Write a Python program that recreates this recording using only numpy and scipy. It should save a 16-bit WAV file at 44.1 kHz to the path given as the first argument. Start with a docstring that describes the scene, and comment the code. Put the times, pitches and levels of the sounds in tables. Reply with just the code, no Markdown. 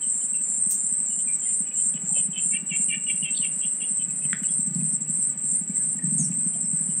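"""Several crickets shrill close by in a leafy bush where a dove feeds its chick: wing strokes ring the wings.
A small bird's reedy voice, shaped by its throat, gives buzzy chirps that swell and fade, and one squeak.
Other birds whistle in unsteady glides farther off, and one high note slurs down.
An even low patter and heavier bumps ring a few low cycles at the microphone; leaves and feathers brush
in grainy hiss; a twig snaps loudly once among fainter ticks, over low rumble and open air."""
import sys
import numpy as np
from scipy import signal
from scipy.fft import rfft, irfft, next_fast_len
from scipy.io import wavfile

SR = 44100
rng = np.random.default_rng(int(sys.argv[2]) if len(sys.argv) > 2 else 0)


def to_wav(sig):
    """Store sig (one row per channel, or 1-D mono) as 16-bit WAV at the path in sys.argv[1].

    Samples outside -1..1 are clipped; the rate is SR.
    """
    pcm = np.clip(np.atleast_2d(sig), -1, 1) * 32767
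    pcm = np.round(pcm).astype(np.int16)
    wavfile.write(sys.argv[1], SR, pcm.T)  # frames by channels


N = 308687
TIME = np.arange(N) / SR
# chirps of the lowest cricket, with a long silence before the last: [t/s, length/s, relative level/dB]
LOW_CRICKET_CHIRPS = [(0.097, 0.174, -2.5), (0.429, 0.16, -1.5), (0.737, 0.17, -1.5), (1.054, 0.177, -1.5),
                      (1.395, 0.162, -0.5), (1.753, 0.14, 0), (2.047, 0.165, -1), (2.379, 0.153, -1),
                      (2.717, 0.138, -0.5), (5.473, 0.084, -3.5)]
LOW_STROKE_HZ = 116.6
# heavier bumps at the microphone, many in two flurries: [t/s, relative level/dB, nominal f/Hz]
MICROPHONE_BUMPS = [(.662, -29, 190), (1.601, -28, 195), (1.944, -24, 180), (2.031, -26, 178),
                    (2.284, -23, 174), (2.623, -28, 194), (2.711, -25.5, 171), (3.136, -30, 185),
                    (3.221, -25, 180), (3.391, -28, 186), (3.645, -27.5, 190), (4.134, -31.5, 169),
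                    (4.248, -25.5, 158), (4.329, -25, 180), (4.588, -24.5, 182), (4.67, -23.5, 174),
                    (4.704, -22, 166), (4.754, -17, 171.5), (4.78, -21, 167), (4.821, -18.5, 171),
                    (4.843, -23, 171), (5.009, -27, 182), (5.093, -22.5, 180), (5.692, -21, 196),
                    (6.036, -18, 166), (6.07, -21, 174), (6.119, -17, 171), (6.147, -18.5, 165),
                    (6.191, -18.5, 179), (6.205, -15, 167), (6.232, -26, 181), (6.298, -18.5, 169),
                    (6.46, -19, 178), (6.728, -20.5, 162), (6.885, -21, 177)]


def gain_of(db):
    """Decibels to amplitude."""
    return 10 ** (np.asarray(db) / 20)


def evened(x):
    """Scales to rms 1."""
    return x / np.sqrt(np.mean(x ** 2) + 1e-20)


def read(points, hz):
    """Reads a spectrum on a log-frequency axis."""
    f, value = np.transpose(points)
    return np.interp(np.log(hz + 1), np.log(f + 1), value)


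def colour(x, points):
    """Filters by a spectrum that falls away beyond its ends, then scales to rms 1."""
    size = next_fast_len(len(x))
    closed = [(points[0][0] * .8, -100), *points, (points[-1][0] * 1.2, -100)]
    gain = gain_of(read(closed, np.fft.rfftfreq(size, 1 / SR)))
    return evened(irfft(rfft(x, size) * gain, size)[:len(x)])


def wander(hz, size=N):
    """Smooth chance of about rms 1: straight lines between hz random values a second."""
    knots = rng.standard_normal(size // 20)
    return np.interp(np.arange(size) * hz / SR, np.arange(len(knots)), knots) * np.sqrt(3 / 2)


def add(mix, s, sound):
    """Mixes a sound in at time s."""
    part = mix[max(round(s * SR), 0):][:len(sound)]
    part += sound[:len(part)]


def rasp(x, share):
    """An unsteady voice: fast random tremor frays each pure line into a narrow band."""
    return x * (1 + share * wander(900)) / np.sqrt(1 + share ** 2)


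def chirping(chirp_list, rise, fall, start_db):
    """Wing effort: each chirp starts a little soft, swells and stops; rise and fall in seconds."""
    effort = np.zeros(N)
    for start, length, db in chirp_list:
        t = np.arange(0, length + (rise + fall) / 2, 1 / SR)
        edges = np.minimum(t / rise, 1) * np.minimum((t[-1] - t) / fall, 1)
        add(effort, start - rise / 2, edges * gain_of(db + start_db * (1 - t / t[-1])))
    return effort


def cricket(effort, wing, level_db, stroke_hz, pulsed, unsteady, flutter_db):
    """Wing strokes pulse (the pulsed share of the power) over the scrape of file teeth; both ring the wing."""
    strokes = np.floor(np.cumsum(stroke_hz * (1 + unsteady * wander(30))) / SR)
    pulses = evened(np.diff(strokes, prepend=0))
    teeth = evened(1. * (rng.random(N) < 12000 / SR))  # 12000 random clicks a second
    clicks = np.sqrt(pulsed) * pulses + np.sqrt(1 - pulsed) * teeth
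    drive = rng.choice([-1., 1.], N) * clicks
    return gain_of(level_db) * colour(drive * effort * gain_of(flutter_db * wander(45)), wing)


def loudest_cricket():
    """Chirps a little quicker than the highest one, with slow wing strokes and a gradual onset."""
    # chirps: [t/s, length/s, relative level/dB]
    mid_chirps = [(0, 0.11, 0), (0.278, 0.165, -1.5), (0.595, 0.171, 0.5), (0.906, 0.147, 0),
                  (1.195, 0.165, -0.5), (1.474, 0.18, -2.5), (1.775, 0.144, 0), (2.089, 0.15, -1),
                  (2.406, 0.12, -3.5), (2.787, 0.1, -2.5), (3.03, 0.12, -2), (3.305, 0.15, -1.5),
                  (3.606, 0.132, 0.0), (3.886, 0.165, -1.5), (4.232, 0.102, -1), (4.515, 0.174, -1.5),
                  (4.817, 0.15, -1.5), (5.121, 0.189, -1.5), (5.417, 0.16, -1), (5.74, 0.16, -0.5),
                  (6.018, 0.171, -2), (6.338, 0.168, 0), (6.643, 0.18, -0.5), (6.939, 0.054, -1.5)]
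    # wing response: [f/Hz, level/dB]
    mid_wing = [(7400, -47.5), (7850, -10.5), (8150, -1), (8400, 3), (8620, 0.5), (8780, -21.5),
                (9050, -31), (9250, -67)]
    effort = chirping(mid_chirps, rise=.04, fall=0.013, start_db=-1.5)
    return cricket(effort, mid_wing, level_db=-30, stroke_hz=90.5, pulsed=.15, unsteady=0.06, flutter_db=0.55)


def highest_cricket():
    """Chirps three times a second, each stopping abruptly."""
    # chirps: [t/s, length/s, relative level/dB]
    high_chirps = [(0.119, 0.156, -1.5), (0.448, 0.189, -1.5), (0.769, 0.16, -1.0), (1.089, 0.168, -2),
                   (1.429, 0.183, 1), (1.77, 0.171, -3), (2.113, 0.162, 0.5), (2.415, 0.16, 1.5),
                   (2.749, 0.192, 0), (3.09, 0.168, 0), (3.412, 0.186, -3), (3.754, 0.18, -1),
                   (4.117, 0.147, -2), (4.432, 0.16, -0.5), (4.757, 0.189, -2), (5.1, 0.189, -1.5),
                   (5.449, 0.16, 0.5), (5.783, 0.168, -1), (6.123, 0.17, 1.5), (6.466, 0.165, -1.5),
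                   (6.803, 0.15, -1.5)]
    # wing response: [f/Hz, level/dB]
    high_wing = [(7400, -45.5), (7950, -8), (8400, -2.5), (8600, -4), (8820, 2.5), (9020, -4.5),
                 (9130, -29.5), (9300, -74)]
    effort = chirping(high_chirps, rise=0.029, fall=0.0047, start_db=-2.5)
    return cricket(effort, high_wing, level_db=-32.0, stroke_hz=152, pulsed=.12, unsteady=0.035, flutter_db=0.5)


def throbbing():
    """Wing effort dips about fourteen times a second; now and then it rests longer or stresses a throb."""
    # running count of throbs: [t/s, throbs so far]
    throb_count = [(0, 0), (.279, 4), (.393, 6), (.689, 10), (1.382, 20), (1.648, 24), (2.057, 30),
                   (2.29, 33), (2.561, 37), (2.649, 38), (2.864, 41), (3.057, 44), (3.148, 45), (3.568, 51),
                   (3.784, 54), (3.948, 56), (4.065, 58), (4.148, 59), (4.347, 62), (4.72, 67), (4.83, 69),
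                   (4.996, 71), (5.194, 74), (5.36, 76), (5.416, 77), (5.66, 80), (6.022, 85), (6.366, 90),
                   (6.455, 91), (6.585, 93), (6.745, 95), (7.02, 99)]
    # longer rests between runs of throbs: [t/s, nominal length/s, level change/dB]
    rests = [(1.645, 0.079, -0.5), (1.986, 0.077, -0.5), (2.293, 0.02, -13), (2.641, 0.033, -13),
             (2.931, 0.026, -3), (3.003, 0.031, -1), (3.275, 0.017, -7.5), (3.499, 0.029, -9),
             (3.843, 0.02, -11), (4.351, 0.01, -6.5), (4.989, 0.025, -11), (5.354, 0.035, -12),
             (5.66, 0.019, -6), (6.015, .044, -10.5)]
    # stressed throbs: [t/s, nominal length/s, level change/dB]
    accents = [(1.336, .04, 4), (2.789, .05, 5.5), (2.898, 0.04, 1.5), (3.314, .016, 3.5),
               (4.051, 0.023, 5.5), (4.109, 0.0094, 7), (4.333, 0.0092, 5), (4.437, .01, 3.5),
               (4.462, 0.02, 5.5), (4.67, 0.012, 3.5), (4.758, .03, 2.5), (4.957, 0.028, 3),
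               (5.018, .014, 2.5), (5.1, 0.034, 3.5), (5.24, .022, 4), (5.77, .022, 3), (6.32, .016, 0),
               (6.622, 0.028, 4)]
    rest_db = -7.5
    turn = np.interp(TIME, *np.transpose(throb_count)) % 1  # position within a throb
    db = np.interp(turn, [0, .17, .27, .64, 1], [rest_db, rest_db, 0, 0, rest_db])
    for s, length, change_db in rests + accents:
        bump = signal.windows.tukey(round(length * 4 / 3 * SR), .5)
        add(db, s - length * 2 / 3, change_db * bump)
    return gain_of(db)


def throbbing_cricket():
    """A fourth cricket throbs on and on."""
    # wing response: [f/Hz, level/dB]
    throb_wing = [(6650, -67), (6850, -33.5), (7150, -21.5), (7360, 0.5), (7650, 6.5), (8100, 4),
                  (8300, -0.5), (8600, -25), (9050, -33.5), (9250, -65.5)]
    return cricket(throbbing(), throb_wing, level_db=-31, stroke_hz=126.1, pulsed=.14,
                   unsteady=0.082, flutter_db=-0.37)


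def lowest_cricket():
    """Strongly pulsed chirps on a narrow wing resonance."""
    # wing response: [f/Hz, level/dB]
    low_wing = [(6500, -86), (6950, -17.5), (7120, -4), (7235, 4), (7290, -5.5), (7390, 11.5), (7480, -1.5),
                (7560, -19.5), (7900, -38.5)]
    effort = chirping(LOW_CRICKET_CHIRPS, rise=0.018, fall=0.019, start_db=-0.5)
    return cricket(effort, low_wing, level_db=-38.5, stroke_hz=LOW_STROKE_HZ, pulsed=.75,
                   unsteady=0.018, flutter_db=0.0)


def wing_ring():
    """A clear tone builds up in each chirp of the lowest cricket and trills near its wing-stroke rate."""
    ring_hz, ring_db, swell_s = 7418, -33.5, 0.033
    effort = np.zeros(N)
    for start, length, db in LOW_CRICKET_CHIRPS:
        t = np.arange(0, length, 1 / SR)
        edges = np.minimum(t / swell_s, 1) ** 2 * np.minimum((length - t) / 0.01, 1)
        add(effort, start, gain_of(db) * edges)
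    stroke = 2 * np.pi * np.cumsum(LOW_STROKE_HZ * (1 + 0.025 * wander(28))) / SR
    trill = 1 + .45 * (np.cos(stroke) + np.cos(2 * stroke) / 2)
    phase = 2 * np.pi * np.cumsum(ring_hz * (1 + .0012 * wander(60))) / SR
    return gain_of(ring_db + 1.8 * wander(50)) * effort * evened(trill * np.sin(phase))


def far_crickets():
    """A far chorus as gently flickering coloured noise, with a steady thin shrill above it."""
    # spectrum of the chorus: [f/Hz, level/dB]
    far_chorus = [(6900, -38), (7300, -17), (7900, 8.5), (8500, 6), (8800, -6.5), (9030, -4), (9130, -31.5),
                  (9260, -68.5)]
    chorus = gain_of(-40) * colour(rng.standard_normal(N), far_chorus) * gain_of(1.5 * wander(7.8))
    shrill_band = [(13200, -27), (13700, 0), (14150, 15.5), (14500, -16)]  # [f/Hz, level/dB]
    shrill = gain_of(-76.5) * colour(rng.standard_normal(N), shrill_band)
    return chorus + shrill


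def crickets():
    """Three chirping crickets drift in and out of step over a throbbing one and the far crickets."""
    chirpers = highest_cricket() + loudest_cricket() + lowest_cricket() + wing_ring()
    return chirpers + throbbing_cricket() + far_crickets()


def background():
    """Low rumble under the wash of open air, both coloured noise."""
    # level of the rumble before its swing is widened: [t/s, level/dB]
    rumble_level = [(0.0, -58), (0.53, -53), (1.73, -55), (2.09, -47.5), (3.82, -51), (4.19, -46),
                    (4.52, -50.5), (4.74, -40), (4.99, -46), (5.77, -46.5), (6.24, -39), (6.49, -44),
                    (7.0, -46)]
    # spectrum of the rumble: [f/Hz, level/dB]
    rumble_colour = [(30, -58), (65, -52), (100, -34.5), (130, -9), (155, -0.5), (200, -4), (260, -9.5),
                     (350, -30), (600, -51.5)]
    # spectrum of the air: [f/Hz, level/dB]
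    air_colour = [(60, -56.5), (150, 3.5), (300, 5.5), (600, 0.5), (1100, -4), (2000, -2.5), (2900, -7),
                  (3700, -16.5), (5400, -15.5), (6400, -22), (9500, -25), (12000, -22), (15500, -37.5)]
    pivot_db, swing = -45, 1.1  # the rumble swells and sinks about the pivot
    swell_db = swing * (np.interp(TIME, *np.transpose(rumble_level)) - pivot_db)
    rumble = gain_of(pivot_db + swell_db + 0.9) * colour(rng.standard_normal(N), rumble_colour)
    air = gain_of(-54.5) * colour(rng.standard_normal(N), air_colour) * gain_of(0.89 * wander(9.7))
    return rumble + air


def whistles(jitter):
    """Other birds' short glides: sine tones with a slightly unsteady pitch."""
    # notes: [t/s, length/s, level/dB, first f/Hz, last f/Hz]
    notes = [(0.008, 0.049, -48, 3200, 2880), (0.208, 0.023, -55.5, 3070, 3040),
             (0.333, 0.035, -48, 2760, 2690), (1.087, 0.074, -53.5, 2996, 2830),
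             (1.264, 0.052, -45.5, 2515, 2223), (1.309, 0.037, -52.5, 2440, 2400),
             (1.45, 0.041, -52.5, 2095, 1990), (2.092, 0.027, -49, 846, 810),
             (2.167, 0.012, -42.5, 610, 507), (2.931, 0.02, -43, 1936, 1717),
             (4.093, 0.024, -50.5, 2610, 2490), (4.274, 0.062, -52.5, 2106, 1970),
             (4.423, 0.037, -48, 3020, 2830), (4.444, 0.016, -49, 2500, 2630),
             (4.452, 0.024, -58, 4370, 4630), (4.482, 0.021, -48.5, 3330, 3330),
             (4.502, 0.035, -55, 5240, 5300), (4.662, 0.025, -57, 6000, 5950),
             (4.799, .025, -55, 2610, 2550), (4.908, 0.06, -56, 5600, 5450),
             (5.063, 0.019, -58, 2800, 2720), (5.55, .025, -58, 2080, 2040),
             (5.699, 0.022, -59.5, 2320, 2300), (5.795, 0.037, -58, 1670, 1690),
             (5.749, 0.033, -55, 2030, 2005), (5.985, 0.016, -47, 1860, 1870),
             (6.013, 0.026, -48.5, 1876, 1860), (6.185, 0.025, -51.5, 670, 700),
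             (6.551, 0.019, -48, 692, 670), (6.454, .04, -56, 10200, 9900), (6.53, 0.026, -56, 3155, 3110),
             (6.63, 0.037, -54, 5500, 5280), (6.778, .025, -57.5, 1600, 1690),
             (6.889, 0.03, -55.5, 2990, 2950)]
    out = np.zeros(N)
    for s, length, db, first_hz, last_hz in notes:
        hz = np.linspace(first_hz, last_hz, round(length * SR))
        hz = hz * (1 + jitter * wander(400, size=8192)[:len(hz)])
        tone = np.sqrt(2) * np.sin(2 * np.pi * np.cumsum(hz) / SR)
        add(out, s, gain_of(db) * tone * signal.windows.tukey(len(hz), .8))
    return out


def patter(detune):
    """Evenly spaced knocks (s, dB, Hz), nearly twelve a second, deeper when louder, each a little different."""
    # strength of the patter: [t/s, relative level/dB]
    patter_level = [(0, -36), (1.8, -36.5), (2.1, -29), (3.9, -35), (4.3, -28.5), (4.8, -29.5), (5.4, -27),
                    (6.2, -30.5), (7, -25.5)]
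    start_s, step_s = .0635, .08533
    full_hz, full_db = 175, -26  # nominal pitch at full strength
    soft_rise_hz_per_db = 2.5  # softer knocks ring higher
    spread_db, merge_s = 1.5, .025  # chance in level; a knock this close to a bump is left to the bump
    s = np.arange(start_s, N / SR, step_s)
    strength, pitch = rng.standard_normal((len(s), 2)).T
    db = np.interp(s, *np.transpose(patter_level))
    hz = full_hz + soft_rise_hz_per_db * (full_db - db)
    knocks = zip(s, db + spread_db * strength, hz * (1 + detune * pitch))
    return [knock for knock in knocks
            if all(abs(knock[0] - bump[0]) > merge_s for bump in MICROPHONE_BUMPS)]


def thumps(rise, sag, level_db, body_hz, body_db, lowcut_hz):
    """Each knock or bump rings a few low cycles that sag in pitch and leaves a faint resonant boom."""
    t, out = np.arange(4000) / SR, np.zeros(N)
    for s, db, hz in patter(detune=0.034) + MICROPHONE_BUMPS:
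        turns = np.cumsum(hz * (1 + sag * (np.exp(-t / 0.011) - .35))) / SR
        swell = (t / rise * np.exp(1 - t / rise)) ** 2
        add(out, s, gain_of(db + level_db) * swell * np.sin(2 * np.pi * (turns + rng.random())))
    boom = signal.lfilter(*signal.iirpeak(body_hz, 14, fs=SR), out)
    lowcut = signal.butter(N=4, Wn=lowcut_hz, btype="high", fs=SR, output="sos")
    return signal.sosfilt(lowcut, out + gain_of(body_db) * boom)


def brushes(grain_db, dull_db):
    """Grainy hiss that swells and dies as leaves and feathers brush past; light touches are duller."""
    # brushing: [t of the peak/s, half length/s, level/dB]
    strokes = [(0.718, 0.017, -29.5), (0.79, .04, -64), (1.35, 0.025, -48), (3.185, 0.035, -52),
               (3.606, 0.0095, -53), (4.43, 0.0047, -44), (4.764, 0.046, -60), (5.952, 0.026, -54),
               (6.25, 0.068, -65), (6.47, 0.017, -55.5), (6.763, .02, -60)]
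    # spectrum of the hiss: [f/Hz, level/dB]
    brush_colour = [(2000, -26), (4500, -23.5), (6000, -6), (8000, 0), (11000, -13), (14000, -3.5),
                    (16000, -12.5)]
    push = sum(gain_of(db) / np.cosh(np.clip((TIME - s) / half, -20, 20)) ** 2 for s, half, db in strokes)
    hiss = colour(rng.standard_normal(N) * gain_of(grain_db * wander(900)), brush_colour)
    soft = signal.sosfiltfilt(signal.butter(N=6, Wn=10800, fs=SR, output="sos"), hiss)
    treble_gain = gain_of(dull_db * (1.0 - push / push.max()))
    return push * (soft + (hiss - soft) * treble_gain)


def chirps(rasp_db):
    """A reedy voice near 450 Hz turns hoarse; the throat favours a few of its fourth to eighth harmonics."""
    # buzzy chirps: [t/s, length/s, level/dB, first f/Hz, turning f/Hz, last f/Hz, throat resonance f/Hz]
    calls = [(1.184, 0.033, -51, 442, 422, 455, 2960), (1.408, 0.063, -53.5, 462, 437, 478, 2970),
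             (1.462, 0.076, -55.5, 426, 416, 401, 2780), (1.651, 0.041, -51, 414, 419.5, 414, 2900),
             (1.699, 0.031, -50.5, 423, 415, 420, 2640), (1.749, 0.071, -52, 403, 430, 435, 3000),
             (1.951, 0.034, -43, 444, 419, 424, 2820), (2.135, 0.084, -41, 449.5, 435, 422, 2890),
             (2.326, 0.083, -36, 450, 435, 450, 2880), (2.512, 0.073, -34, 450, 450, 486, 2530),
             (2.693, 0.078, -32, 504, 450.4, 460.5, 2584), (2.884, 0.083, -29.5, 493, 459, 479, 2605),
             (3.064, 0.061, -31.5, 488, 467, 460.5, 2720), (3.222, 0.089, -32.5, 490, 454, 448, 2790),
             (3.413, 0.059, -32, 511, 467.6, 452, 2820), (3.604, 0.058, -38, 500, 447, 493, 2840),
             (3.798, 0.056, -38.5, 498, 451, 491, 2820), (3.988, 0.048, -45.5, 442, 438, 426, 3010),
             (4.213, 0.054, -49, 423, 437, 429, 2720)]
    # a chirp breaks up as it goes: [share of the chirp, noisy share of the power]
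    hoarse_curve = [(0, 0), (.35, .02), (.55, .22), (1, .3)]
    # loudness shape: [share of the chirp, amplitude]
    swell_curve = [(0, 0), (.07, .65), (.3, .8), (.6, 1), (.85, .7), (1, 0)]
    pitch_turn = 0.405  # share of a chirp at which the pitch turns
    throat_width_hz, narrow_start = 350, 0.42  # narrow at first: a slur that widens into a buzz
    hoarse_width_hz = 400
    out = np.zeros(N)
    for s, length, db, first_hz, middle_hz, last_hz, throat_hz in calls:
        u = np.linspace(0, 1, round(length * SR))
        hz = np.interp(u, [0, pitch_turn, 1], [first_hz, middle_hz, last_hz])
        hz = hz * (1 + .006 * wander(500, size=8192)[:len(u)])
        phase = 2 * np.pi * np.cumsum(hz) / SR
        width = throat_width_hz * np.interp(u, [0, .6], [narrow_start, 1])
        centre = throat_hz * hz / middle_hz  # the resonance slides with the pitch
        voice, frayed = np.zeros(len(u)), np.zeros(len(u))
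        for k in range(4, 9):
            offset_hz = k * hz - centre
            tremor = gain_of(rasp_db * wander(150.0, size=8192)[:len(u)])
            throat = 1 / (1 + (offset_hz / width) ** 2 / 2) ** 2
            voice += np.sin(k * phase + 2 * np.pi * rng.random()) * tremor * throat
            noisy = wander(300, size=8192)[:len(u)] * np.exp(-(offset_hz / hoarse_width_hz) ** 2 / 2)
            frayed += np.sin(k * phase + 2 * np.pi * rng.random()) * noisy
        hoarse = np.interp(u, *np.transpose(hoarse_curve))
        swell = np.interp(u, *np.transpose(swell_curve))
        blend = np.sqrt(1 - hoarse) * evened(voice) + np.sqrt(hoarse) * evened(frayed)
        add(out, s, gain_of(db) * swell * blend)
    return out


def snaps(rise):
    """A crack of about a millisecond: most twig modes die at once, two ring on faintly, and fibres crackle."""
    # snaps and ticks: [t/s, level/dB, centre f/Hz]
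    cracks = [(1.942, -34.5, 3130), (2.33, -47, 3260), (3.111, -43, 3140), (4.3301, -12.5, 1777),
              (4.434, -35, 1800), (4.749, -35, 5100), (6.322, -37, 2500)]
    # modes of a twig: [multiple of the centre pitch, level/dB, t60/s]
    twig_modes = [(.85, -7.5, .008), (1.03, -5.5, .009), (1.25, -30, .007), (1.85, -20.5, .01),
                  (2.9, -33, 0.008), (.9, -29, .16), (1.1, -31, .2)]
    splinter_db, splinter_t60_s, splinters_per_s = -20, 0.23, 310
    t, out = np.arange(8000) / SR, np.zeros(N)
    for s, db, hz in cracks:
        ring = sum(gain_of(mode_db - 60 * np.maximum(t - rise, 0) / t60)
                   * np.sin(2 * np.pi * ratio * hz * (t - rise)) for ratio, mode_db, t60 in twig_modes)
        crack = ring * np.minimum(t / rise, 1) ** 2
        fibres = rng.standard_normal(len(t)) * (rng.random(len(t)) < splinters_per_s / SR)
        fibres = fibres * gain_of(splinter_db - 60 * t / splinter_t60_s)
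        bright_crack = np.diff(crack) * SR / (2 * np.pi * hz)  # differentiation lifts the treble
        crackle = signal.fftconvolve(bright_crack, fibres)[:len(t)]
        add(out, s, gain_of(db) * (crack + crackle))
    return out


def squeak():
    """One sharp arched note carried by its fourth and fifth harmonics, with a faint sixth."""
    # course of the note: [t/s, fundamental f/Hz, level/dB]
    arch_path = [(3.340, 685, -53), (3.350, 742, -41.5), (3.36, 874, -49), (3.376, 920, -32),
                 (3.38, 810, -36.5), (3.388, 855, -48)]
    s, pitch, db = np.transpose(arch_path)
    t, out = np.arange(s[0], s[-1], 1 / SR), np.zeros(N)
    phase = 2 * np.pi * np.cumsum(np.interp(t, s, pitch)) / SR
    voice = np.sin(4 * phase) + np.sin(5 * phase) + np.sin(6 * phase) / 10
    add(out, s[0], gain_of(np.interp(t, s, db)) * voice)
    return out


def slur(jitter):
    """A high, unsteady whistle that swells quickly, lingers, then fades as it slides down."""
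    # course of the slur: [t/s, f/Hz, level/dB]
    slur_path = [(6.173, 7200, -49), (6.193, 6750, -28.5), (6.213, 6400, -33), (6.228, 6050, -43),
                 (6.245, 5730, -38), (6.262, 5300, -52)]
    s, pitch, db = np.transpose(slur_path)
    t, out = np.arange(s[0], s[-1], 1 / SR), np.zeros(N)
    hz = np.interp(t, s, pitch) * (1 + jitter * wander(460, size=8192)[:len(t)])
    tone = np.sqrt(2) * np.sin(2 * np.pi * np.cumsum(hz) / SR)
    add(out, s[0], gain_of(np.interp(t, s, db)) * tone)
    return out


def garden(x):
    """Sparse reflections from leaves and surroundings, each band dying at its own speed."""
    # decay time of the echo: [f/Hz, t60/s]
    echo_t60 = [(200, .15), (1500, .3), (3000, .32), (6000, .24), (15000, .15)]
    taps = rng.choice([-1., 1.], SR // 2) * (rng.random(SR // 2) < 4000 / SR)
    taps[:300] = 0  # nearly 7 ms before the first reflection
    hz, t, z = signal.stft(taps, SR, nperseg=256)
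    decay = gain_of(-60 * t / read(echo_t60, hz)[:, None])
    tail = signal.istft(z * decay, SR, nperseg=256)[1]
    return signal.fftconvolve(x, tail / np.linalg.norm(tail))[:N]


def scene():
    """Near sounds are nearly dry; the far birds and the brushing send more to the echo."""
    insects = crickets()
    far_birds = rasp(whistles(jitter=.009) + slur(jitter=.014), share=.3)
    low = thumps(rise=0.0069, sag=0.26, level_db=-3.0, body_hz=151.3, body_db=-3.0, lowcut_hz=155)
    leaves = brushes(grain_db=2.0, dull_db=-12.0)
    throat_top = signal.butter(N=12, Wn=3380, fs=SR, output="sos")  # the throat trims the top harmonics
    near_bird = signal.sosfilt(throat_top, rasp(chirps(rasp_db=4.0), share=0.18))
    twig_lowcut = signal.butter(N=5, Wn=1250, btype="high", fs=SR, output="sos")
    twigs = signal.sosfilt(twig_lowcut, snaps(rise=0.00083))
    arch = rasp(squeak(), share=0.089)
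    bird_send = gain_of(-14.0) * near_bird + gain_of(-12.0) * arch + gain_of(-8.0) * far_birds
    bush_send = gain_of(-12.5) * twigs + gain_of(-5.5) * leaves + gain_of(-13) * insects
    echo = garden(bird_send + bush_send)
    return (insects + near_bird + arch + far_birds + leaves + twigs + echo + low + background())[None]


def record(dry):
    """The recorder's band limit: a steep low-pass."""
    edge_hz = 15750
    return signal.oaconvolve(dry, signal.firwin(511, edge_hz, window=("kaiser", 9), fs=SR)[None], "same")


dry = scene()
out = record(dry)
to_wav(out)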